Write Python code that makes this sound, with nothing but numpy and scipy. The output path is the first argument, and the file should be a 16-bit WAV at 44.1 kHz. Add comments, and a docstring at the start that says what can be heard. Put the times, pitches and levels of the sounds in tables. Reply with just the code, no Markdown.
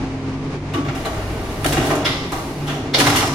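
"""First comes the hum of a strapping machine's motor, which runs throughout. A carton is then turned and
shoved about on the machine's steel table: the hollow box thumps, scuffs and slides, and the steel rings.
A stiff plastic strap whips and twangs, and the feed rollers catch it with a short rattle.
Knocks and tiny stick-and-slip clicks set box, table and strap ringing, each with its own notes.
A small, hard room echoes around it all, heard close up in stereo."""
import sys
import numpy as np
from scipy import signal
from scipy.fft import rfft, irfft
from scipy.io import wavfile
from scipy.ndimage import uniform_filter1d

SR = 44100
rng = np.random.default_rng(int(sys.argv[2]) if len(sys.argv) > 2 else 0)


def digitize_waveform(pressure):
    """Quantize a signal to 16-bit integers and store it at the path in sys.argv[1].

    Rows of a 2-D input are taken as channels; values are limited to [-1, 1].
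    """
    field = np.atleast_2d(pressure).T
    bounded = np.clip(field, -1, 1)
    quanta = np.round(bounded * 32767).astype(np.int16)
    wavfile.write(sys.argv[1], SR, quanta)


N = 147294

# How long the room takes to fade by 60 dB: f/Hz, fade time/s
ROOM_FADE = [(150, 0.08), (600, 0.53), (2500, 0.2), (6000, 0.5), (12000, 0.25)]
# Stereo width: f/Hz, level of the side signal against the middle/dB
STEREO_WIDTH = [(30, -7), (100, -20), (300, -19.5), (600, -12), (900, -11), (1300, -1.5), (2500, -0.5),
                (15000, 0)]
# The motor's two strong tones, mains then shaft: f/Hz, drift/Hz, trim/dB
STRONG_HUM = [(99.8, 0.33, -0.5), (143.1, 3.27, -1)]
# How those two swell and sink, before the trim: t/s, mains level/dB, shaft level/dB
HUM_SWELLS = [(0.0, -33, -36.5), (0.3, -31, -32), (0.48, -40, -31.5), (0.77, -30, -33.5), (0.9, -34, -25.5),
              (1.08, -38, -58), (1.17, -28.5, -36), (1.22, -29, -47), (1.49, -39, -43), (1.62, -27, -32.5),
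              (1.79, -33, -24), (2.34, -46, -41), (2.4, -40, -38), (2.69, -54, -24), (2.84, -34, -49),
              (2.92, -50, -35), (3.1, -25.5, -40), (3.34, -36, -28)]
# Faint motor tones: f/Hz, level/dB, waver/dB
FAINT_HUM = [(53.4, -41, 3.5), (266.5, -39, 5), (406, -49.5, 3), (1164, -52, 5)]

# Tone colours of the noises: f/Hz, relative level/dB
RUNNING_COLOUR = [(20, -6), (42, -21.5), (75, -7), (130, 0), (200, -4.5), (280, -3), (400, -4.5),
                  (520, -12.5), (780, -13), (1150, -16.5), (1600, -21), (2300, -20), (3300, -27.5),
                  (4500, -29.5), (6300, -33.5), (8000, -41.5), (10000, -44.5), (13000, -76), (16000, -78)]  # the machine running
DRONE_COLOUR = [(18, 3), (35, 22), (53, 17.5), (75, 22), (120, -5), (300, -116)]  # the table's deep drone
GLIDE_COLOUR = [(1500, -14), (4200, 7), (6500, 2.5), (8000, 1), (10000, 5), (13000, 0.5), (16000, -8)]  # cardboard gliding on steel
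RASP_COLOUR = [(500, -41.5), (1300, 14), (1800, 11), (3200, 9), (4500, -2), (7000, -5.5), (15000, -71)]  # rough cardboard
HISS_COLOUR = [(2000, 0.5), (4500, -0.5), (6500, 3), (8000, 0), (10000, 2), (14000, -6), (16000, -16.5)]  # fine rubbing
# Modes, the notes an object rings with (narrow ones ring longer): f/Hz, width/Hz, relative level/dB
CARTON_MODES = [(112, 40, -13), (137.2, 17, 2), (175, 17.4, -6), (238.6, 20.5, 0), (264.7, 11.4, 2.5),
                (288.5, 20.4, 1), (353.5, 49, -4), (394.3, 45, -3), (440, 83, -8.5)]  # the hollow box
PANEL_MODES = [(410, 88, 2), (518, 97, 1.5), (625, 38, 6), (700, 53, 3.5), (800, 71, 2), (970, 197, -1),
               (1150, 300, -2.5), (1296, 100, 0), (1560, 620, -11.5)]  # the table panel
STEEL_MODES = [(682, 13, 6.5), (1132, 4.9, 15), (1217, 15, 0), (3990, 100, -5), (4260, 100, -13)]  # the thin ring of the steel top
STRAP_MODES = [(1056, 360, 9), (1840, 670, -3.5), (2034, 126, 5), (2620, 300, -7), (3030, 360, -0.5),
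               (3520, 370, 2), (4070, 330, 3.5), (4330, 610, 1), (5300, 710, 0)]  # the plastic strap

# The table drones under the moving load: t/s, level/dB
DRONE_LEVELS = [(.7, -56), (1.2, -34), (1.6, -36), (1.76, -35), (1.95, -51), (2.4, -41), (2.9, -54),
                (3.3, -39)]
# The carton slides: t/s, rumble level/dB, scuff level/dB, hiss level/dB
SLIDE_LEVELS = [(0.847, -36, -33, -65), (1.0, -43, -42, -51), (1.15, -49, -35, -46),
                (1.35, -65, -37.5, -47.5), (1.62, -42, -36, -43.5), (1.68, -33.5, -29.5, -28),
                (1.79, -18, -41, -46), (1.87, -25.5, -28, -31.5), (2.02, -27, -31, -60),
                (2.269, -42.5, -55, -52), (2.37, -36, -34.5, -41.5), (2.55, -35, -45, -47.5),
                (2.72, -31.5, -34, -48), (2.88, -29.5, -41, -76)]
# The carton's edge strikes the steel: t/s, level/dB, centre f/Hz
STEEL_HITS = [(0.741, -28.5, 1120), (1.054, -32, 2200), (2.326, -32, 1840)]
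# The strap whips: t/s, rise/s, decay/s, ring level/dB, ring centre f/Hz, hiss level/dB,
# twang level/dB, twang f/Hz
STRAP_WHIPS = [(0.737, 0.0076, 0.0068, -47, 3030, -63, -26.5, 2970),
               (1.9, 0.015, .014, -33, 2100, -50, -28, 2270),
               (2.042, 0.016, 0.03, -15.5, 2460, -30.5, -40, 2240),
               (2.085, 0.052, 0.14, -30, 2580, -49, -43, 2200),
               (2.666, 0.0055, 0.074, -34.5, 3000, -39.5, -34.5, 3170),
               (2.933, 0.013, 0.017, -12.5, 3730, -29.5, -22, 2130),
               (2.976, 0.034, 0.0036, -18.5, 3200, -18, -20.5, 2620),
               (3.156, 0.0057, 0.03, -17, 2750, -18, -26, 3430)]
# Sharp ticks: t/s, decay/s, rasp level/dB, hiss level/dB
SHARP_TICKS = [(1.6448, 0.0025, -9, -18), (1.6629, 0.0016, -26, -12.5), (1.728, 0.0014, -40, -22),
               (1.87, 0.003, -30, -30), (1.953, 0.0013, -33, -36), (3, 0.0033, -11.5, -19),
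               (3.012, 0.001, -17, -19)]
# Knocks of carton and machine: t/s, rise/s, decay/s, thump level/dB, thump centre f/Hz,
# panel level/dB, panel centre f/Hz, rasp level/dB, hiss level/dB
BLOWS = [ (0.735, 0.0027, 0.018, -23.5, 375, -38, 1400, -27, -38.5),
         (0.745, 0.0039, 0.049, -19.5, 350, -36, 1310, -44, -61),
         (0.772, 0.0035, 0.016, -12.5, 297, -45, 1140, -39, -66),
         (.882, 0.005, 0.014, -19, 140, -48, 900, -28, -62),
         (.946, 0.006, 0.091, -25.5, 300, -34, 800, -34.5, -41),
         (1.044, 0.015, 0.018, -30, 327, -23.5, 690, -28, -36.5),
         (1.647, 0.004, 0.0045, -16, 330, -17, 740, -30, -42),
         (1.66, 0.00082, 0.0022, -31, 150, -20, 820, -16.5, -29),
         (1.720, 0.0053, 0.035, -15.5, 193, -24.5, 900, -22, -26.5),
         (1.765, 0.0057, 0.0097, -34, 250, -20.5, 1040, -24, -62),
         (1.776, 0.0024, 0.0086, -12.5, 347, -45, 450, -27, -59),
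         (1.796, 0.004, 0.058, -18, 175, -28.5, 980, -27.5, -53),
         (1.825, 0.00295, 0.015, -20, 300, -54, 900, -35, -48),
         (1.893, .012, 0.028, -19, 400, -20.5, 1100, -29.5, -35.5),
         (1.916, 0.0039, 0.012, -19, 265, -29, 655, -44, -50),
         (1.951, 0.0035, 0.014, -28, 394, -28, 655, -38, -32),
         (2.318, 0.0021, 0.026, -21, 288, -22.5, 1100, -32.5, -32.5),
         (2.674, .008, 0.046, -17.5, 245, -29.5, 1100, -28, -60),
         (2.690, 0.0049, 0.044, -23.5, 398, -44, 700, -44, -61),
         (2.940, 0.0048, 0.01, -22, 470, -15.5, 470, -44, -40),
         (2.955, 0.0078, 0.041, -36, 290, -24, 625, -42, -50),
         (2.980, 0.0056, 0.016, -14, 405, -23, 410, -34, -45),
         (3.005, 0.0018, 0.0062, -9.5, 258, -15.5, 1040, -22, -33),
         (3.066, 0.008, 0.0093, -28, 450, -16, 1000, -34, -25),
         (3.099, 0.0021, 0.0067, -23, 290, -32, 1150, -39, -25),
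         (3.113, 0.0018, 0.0063, -17, 269, -29, 800, -38, -37),
         (3.218, 0.0057, 0.032, -21, 307, -21.5, 1010, -27, -37)]


def undb(db):
    """Turn decibels into a gain."""
    return 10 ** (np.asarray(db) / 20)


def unit(x):
    """Scale a signal to an average power of 1."""
    return x / np.sqrt(np.mean(x ** 2))


def clock():
    """The time of every sample, in seconds."""
    return np.arange(N) / SR


def on_log(points, hz):
    """Read between (f/Hz, value) points, spaced by octaves."""
    f, values = np.array(points, float).T
    return np.interp(np.log(hz + 1), np.log(f), values)


def add(track, start, sound):
    """Mix a short sound in at a given time."""
    i = int(start * SR)
    track[i:i + len(sound)] += sound[:N - i]


def convolve(x, response):
    """Pass a sound through a response scaled to an energy of 1."""
    return signal.fftconvolve(x, response / np.sqrt(np.sum(response ** 2)))[:N]


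def colour(x, points, size=8192):
    """Filter a sound to give it a tone colour."""
    gains = undb(on_log(points, np.fft.rfftfreq(size, 1 / SR)))
    cepstrum = irfft(np.log(gains))
    # Folding onto the first half keeps the filter from sounding before its input.
    cepstrum[1:size // 2] *= 2
    cepstrum[size // 2 + 1:] = 0
    return convolve(x, irfft(np.exp(rfft(cepstrum))))


def dull(x, above_hz):
    """Soften the treble."""
    return signal.sosfilt(signal.butter(2, above_hz, fs=SR, output="sos"), x)


def resonance(modes, size=8192):
    """An object's fading notes after one push, with an energy of 1."""
    t = np.arange(size) / SR
    notes = sum((-1) ** k * undb(db) * width * np.exp(-np.pi * width * t) * np.cos(2 * np.pi * hz * t)
                for k, (hz, width, db) in enumerate(modes))
    return notes / np.sqrt(np.sum(notes ** 2))


def ring(force, modes):
    """An object rings as a force shakes it."""
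    return convolve(force, resonance(modes))


def focused(modes, centre_hz, db_per_octave=11.5):
    """Where an object is touched decides which of its notes speak most."""
    return [(hz, width, db - db_per_octave * abs(np.log2(hz / centre_hz))) for hz, width, db in modes]


def wander(per_s):
    """A smooth random wobble with a size near 1."""
    hold = int(SR / per_s)
    steps = np.repeat(rng.standard_normal(N // hold + 2), hold)
    return unit(uniform_filter1d(uniform_filter1d(steps, hold), hold)[:N])


def friction(clicks_per_s=2500, spread_db=3):
    """Rubbing surfaces stick and slip: dense, uneven clicks over smooth noise."""
    size_db = spread_db * np.minimum(rng.exponential(size=N), 2)
    slips = rng.random(N) < clicks_per_s / SR
    clicks = slips * rng.choice([-1, 1], N) * undb(size_db)
    return unit(unit(clicks) + rng.standard_normal(N))


def burst(start, rise, decay):
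    """A level that climbs in a straight line, then dies away."""
    age = clock() - start
    return np.clip(age / rise, 0, 1) * np.exp(-np.maximum(age - rise, 0) / decay)


def stereo(middle, side):
    """Left and right: alike in the bass, unrelated in the treble."""
    width = undb(on_log(STEREO_WIDTH, np.fft.rfftfreq(len(middle), 1 / SR)))
    total = np.sqrt(1 + width ** 2)
    shared = irfft(rfft(middle) / total, len(middle))
    opposed = irfft(rfft(side) * width / total, len(middle))
    return np.array([shared + opposed, shared - opposed])


def room_echoes(size=32768, early_s=0.015, build_s=0.056, early_db=-5.5, tail_db=-6):
    """Quick echoes off table and wall, then a tail whose bands each fade at their own speed."""
    t, hz = np.arange(size) / SR, np.fft.rfftfreq(size, 1 / SR)
    noise, tail = rfft(rng.standard_normal(size)), 0
    for band_hz, fade_s in ROOM_FADE:
        band = on_log([(f, f == band_hz) for f, _ in ROOM_FADE], hz)
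        tail = tail + irfft(noise * band) * np.exp(-np.log(1000) * t / fade_s)
    tail = tail * (1 - np.exp(-t / build_s))
    early = rng.standard_normal(size) * np.exp(-t / early_s) * (t > .001)
    return (undb(tail_db) * unit(tail) + undb(early_db) * unit(early)) / np.sqrt(size)


def motor_tone(hz, drift_hz):
    """One motor tone whose pitch wanders slightly."""
    cycles = rng.random() + np.cumsum(hz + drift_hz * wander(6)) / SR
    return unit(np.sin(2 * np.pi * cycles))


def motor(noise_db=-28.5, flutter_db=1.4):
    """Mains and shaft hum swell and sink over fainter tones and the running noise."""
    times, *levels = np.array(HUM_SWELLS).T
    strong = sum(undb(np.interp(clock(), times, db) + trim_db) * motor_tone(hz, drift_hz)
                 for (hz, drift_hz, trim_db), db in zip(STRONG_HUM, levels))
    faint = sum(undb(db + waver_db * wander(7)) * motor_tone(hz, drift_hz=1.504)
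                for hz, db, waver_db in FAINT_HUM)
    noise = stereo(*(colour(rng.standard_normal(N), RUNNING_COLOUR) for _ in range(2)))
    return strong + faint + noise * undb(noise_db + flutter_db * wander(39.5))


def steel_top():
    """The sheet-steel top rings on after a sharp knock."""
    rings = np.zeros(N)
    strength = np.sqrt(0.049 * SR)  # as much energy as 49 ms at the listed level
    for start, db, centre_hz in STEEL_HITS:
        add(rings, start, undb(db) * strength * resonance(focused(STEEL_MODES, centre_hz)))
    return rings


def carton_slide(rasp_db=-4.5):
    """Cardboard drags over steel: the box rumbles, the panel scuffs and drones, the surface hisses."""
    times, *levels = np.array(SLIDE_LEVELS).T
    rumble, scuff, hiss = (undb(np.interp(clock(), times, db, left=-90)) for db in levels)
    drone = undb(np.interp(clock(), *np.array(DRONE_LEVELS).T))
    return (ring(rumble * friction(), CARTON_MODES)
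            + ring(scuff * friction(), PANEL_MODES)
            + undb(rasp_db) * colour(scuff * friction(), RASP_COLOUR)
            + colour(hiss * friction(), GLIDE_COLOUR)
            + colour(drone * friction(), DRONE_COLOUR))


def feed_rollers(start_s=2.94, rise_s=0.073, let_go_s=3.106, fade_s=0.17, throb_hz=48, throb_depth=0.19):
    """The rollers draw in the strap, which grabs and slips, and shake the table in a throbbing rattle."""
    t = clock()
    grip = np.clip((t - start_s) / rise_s, 0, 1) * np.exp(-np.maximum(t - let_go_s, 0) / fade_s)
    cycles = np.cumsum(throb_hz * (1 + 0.14 * wander(30.12))) / SR
    throb = 1 + throb_depth * np.sin(2 * np.pi * cycles)
    grabs = undb(2.5 * wander(per_s=200))
    effort = grip * throb * grabs
    return (undb(-24.5) * ring(effort * friction(), CARTON_MODES)
            + undb(-30.5) * ring(effort * friction(), focused(PANEL_MODES, centre_hz=1100))
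            + undb(-24.5) * ring(effort * friction(), STRAP_MODES)
            + undb(-23.5) * colour(effort * friction(), RASP_COLOUR)
            + undb(-30.5) * colour(effort * friction(), HISS_COLOUR))


def strap_whips(twang_width_hz=100, rasp_db=-11.5):
    """The stiff strap rasps over an edge and rings; each whip has its own brightness and twang."""
    rub = friction()
    body, force, hiss = np.zeros((3, N))
    for start, rise, decay, ring_db, ring_hz, hiss_db, twang_db, twang_hz in STRAP_WHIPS:
        shape = burst(start, rise, decay)
        ringing = undb(ring_db) * resonance(focused(STRAP_MODES, ring_hz))
        twang = undb(twang_db) * resonance([(twang_hz, twang_width_hz, 0)])
        body += signal.fftconvolve(shape * rub, ringing + twang)[:N]
        force += shape * undb(ring_db)
        hiss += shape * undb(hiss_db)
    body += undb(rasp_db) * colour(force * friction(), RASP_COLOUR)
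    return dull(body, above_hz=7060) + colour(hiss * friction(), HISS_COLOUR)


def carton_knocks(tick_rise_s=0.00018):
    """Each blow thumps the hollow box, clatters on the panel and scuffs; ticks only rasp and hiss."""
    thumps, panel, rasp, hiss = np.zeros((4, N))
    chatter = friction()
    strength = np.sqrt(2 * 0.0028 * SR)  # as much energy as 5.6 ms at the listed level
    for start, rise, decay, thump_db, thump_hz, panel_db, panel_hz, rasp_db, hiss_db in BLOWS:
        thump = resonance(focused(CARTON_MODES, thump_hz, db_per_octave=23.5))
        add(thumps, start + rise, undb(thump_db) * strength * thump)
        shape = burst(start, rise, decay)
        contact = (shape * chatter)[int(start * SR):][:SR // 2]
        clatter = signal.fftconvolve(contact, resonance(focused(PANEL_MODES, panel_hz)))
        add(panel, start, undb(panel_db) * clatter)
        rasp += shape * undb(rasp_db)
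        hiss += shape * undb(hiss_db)
    for start, decay, rasp_db, hiss_db in SHARP_TICKS:
        shape = burst(start, tick_rise_s, decay)
        rasp += shape * undb(rasp_db)
        hiss += shape * undb(hiss_db)
    thumps = dull(thumps, above_hz=900)  # soft cardboard muffles the blows
    scuffs = colour(rasp * friction(), RASP_COLOUR) + colour(hiss * friction(), HISS_COLOUR)
    return thumps + panel + scuffs


def scene(bounce_s=0.004, direct_db=-0.5):
    """Bounces off the table top widen the direct sound; the room and the motor surround it."""
    handling = carton_knocks() + steel_top() + strap_whips() + carton_slide() + feed_rollers()
    t = np.arange(1024) / SR
    bounces = rng.standard_normal(len(t)) * np.sqrt(t) * np.exp(-t / bounce_s)
    direct = stereo(handling, convolve(handling, bounces))
    echoes = stereo(room_echoes(), room_echoes())
    room = np.array([signal.fftconvolve(handling, ear)[:N] for ear in echoes])
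    return undb(direct_db) * direct + room + motor()


def record(dry, top_hz=16150):
    """Clip the sound at full scale and cut the highest treble."""
    return signal.sosfilt(signal.ellip(10, .2, 70, top_hz, fs=SR, output="sos"), np.clip(dry, -1, 1))


dry = scene()
out = record(dry)
digitize_waveform(out)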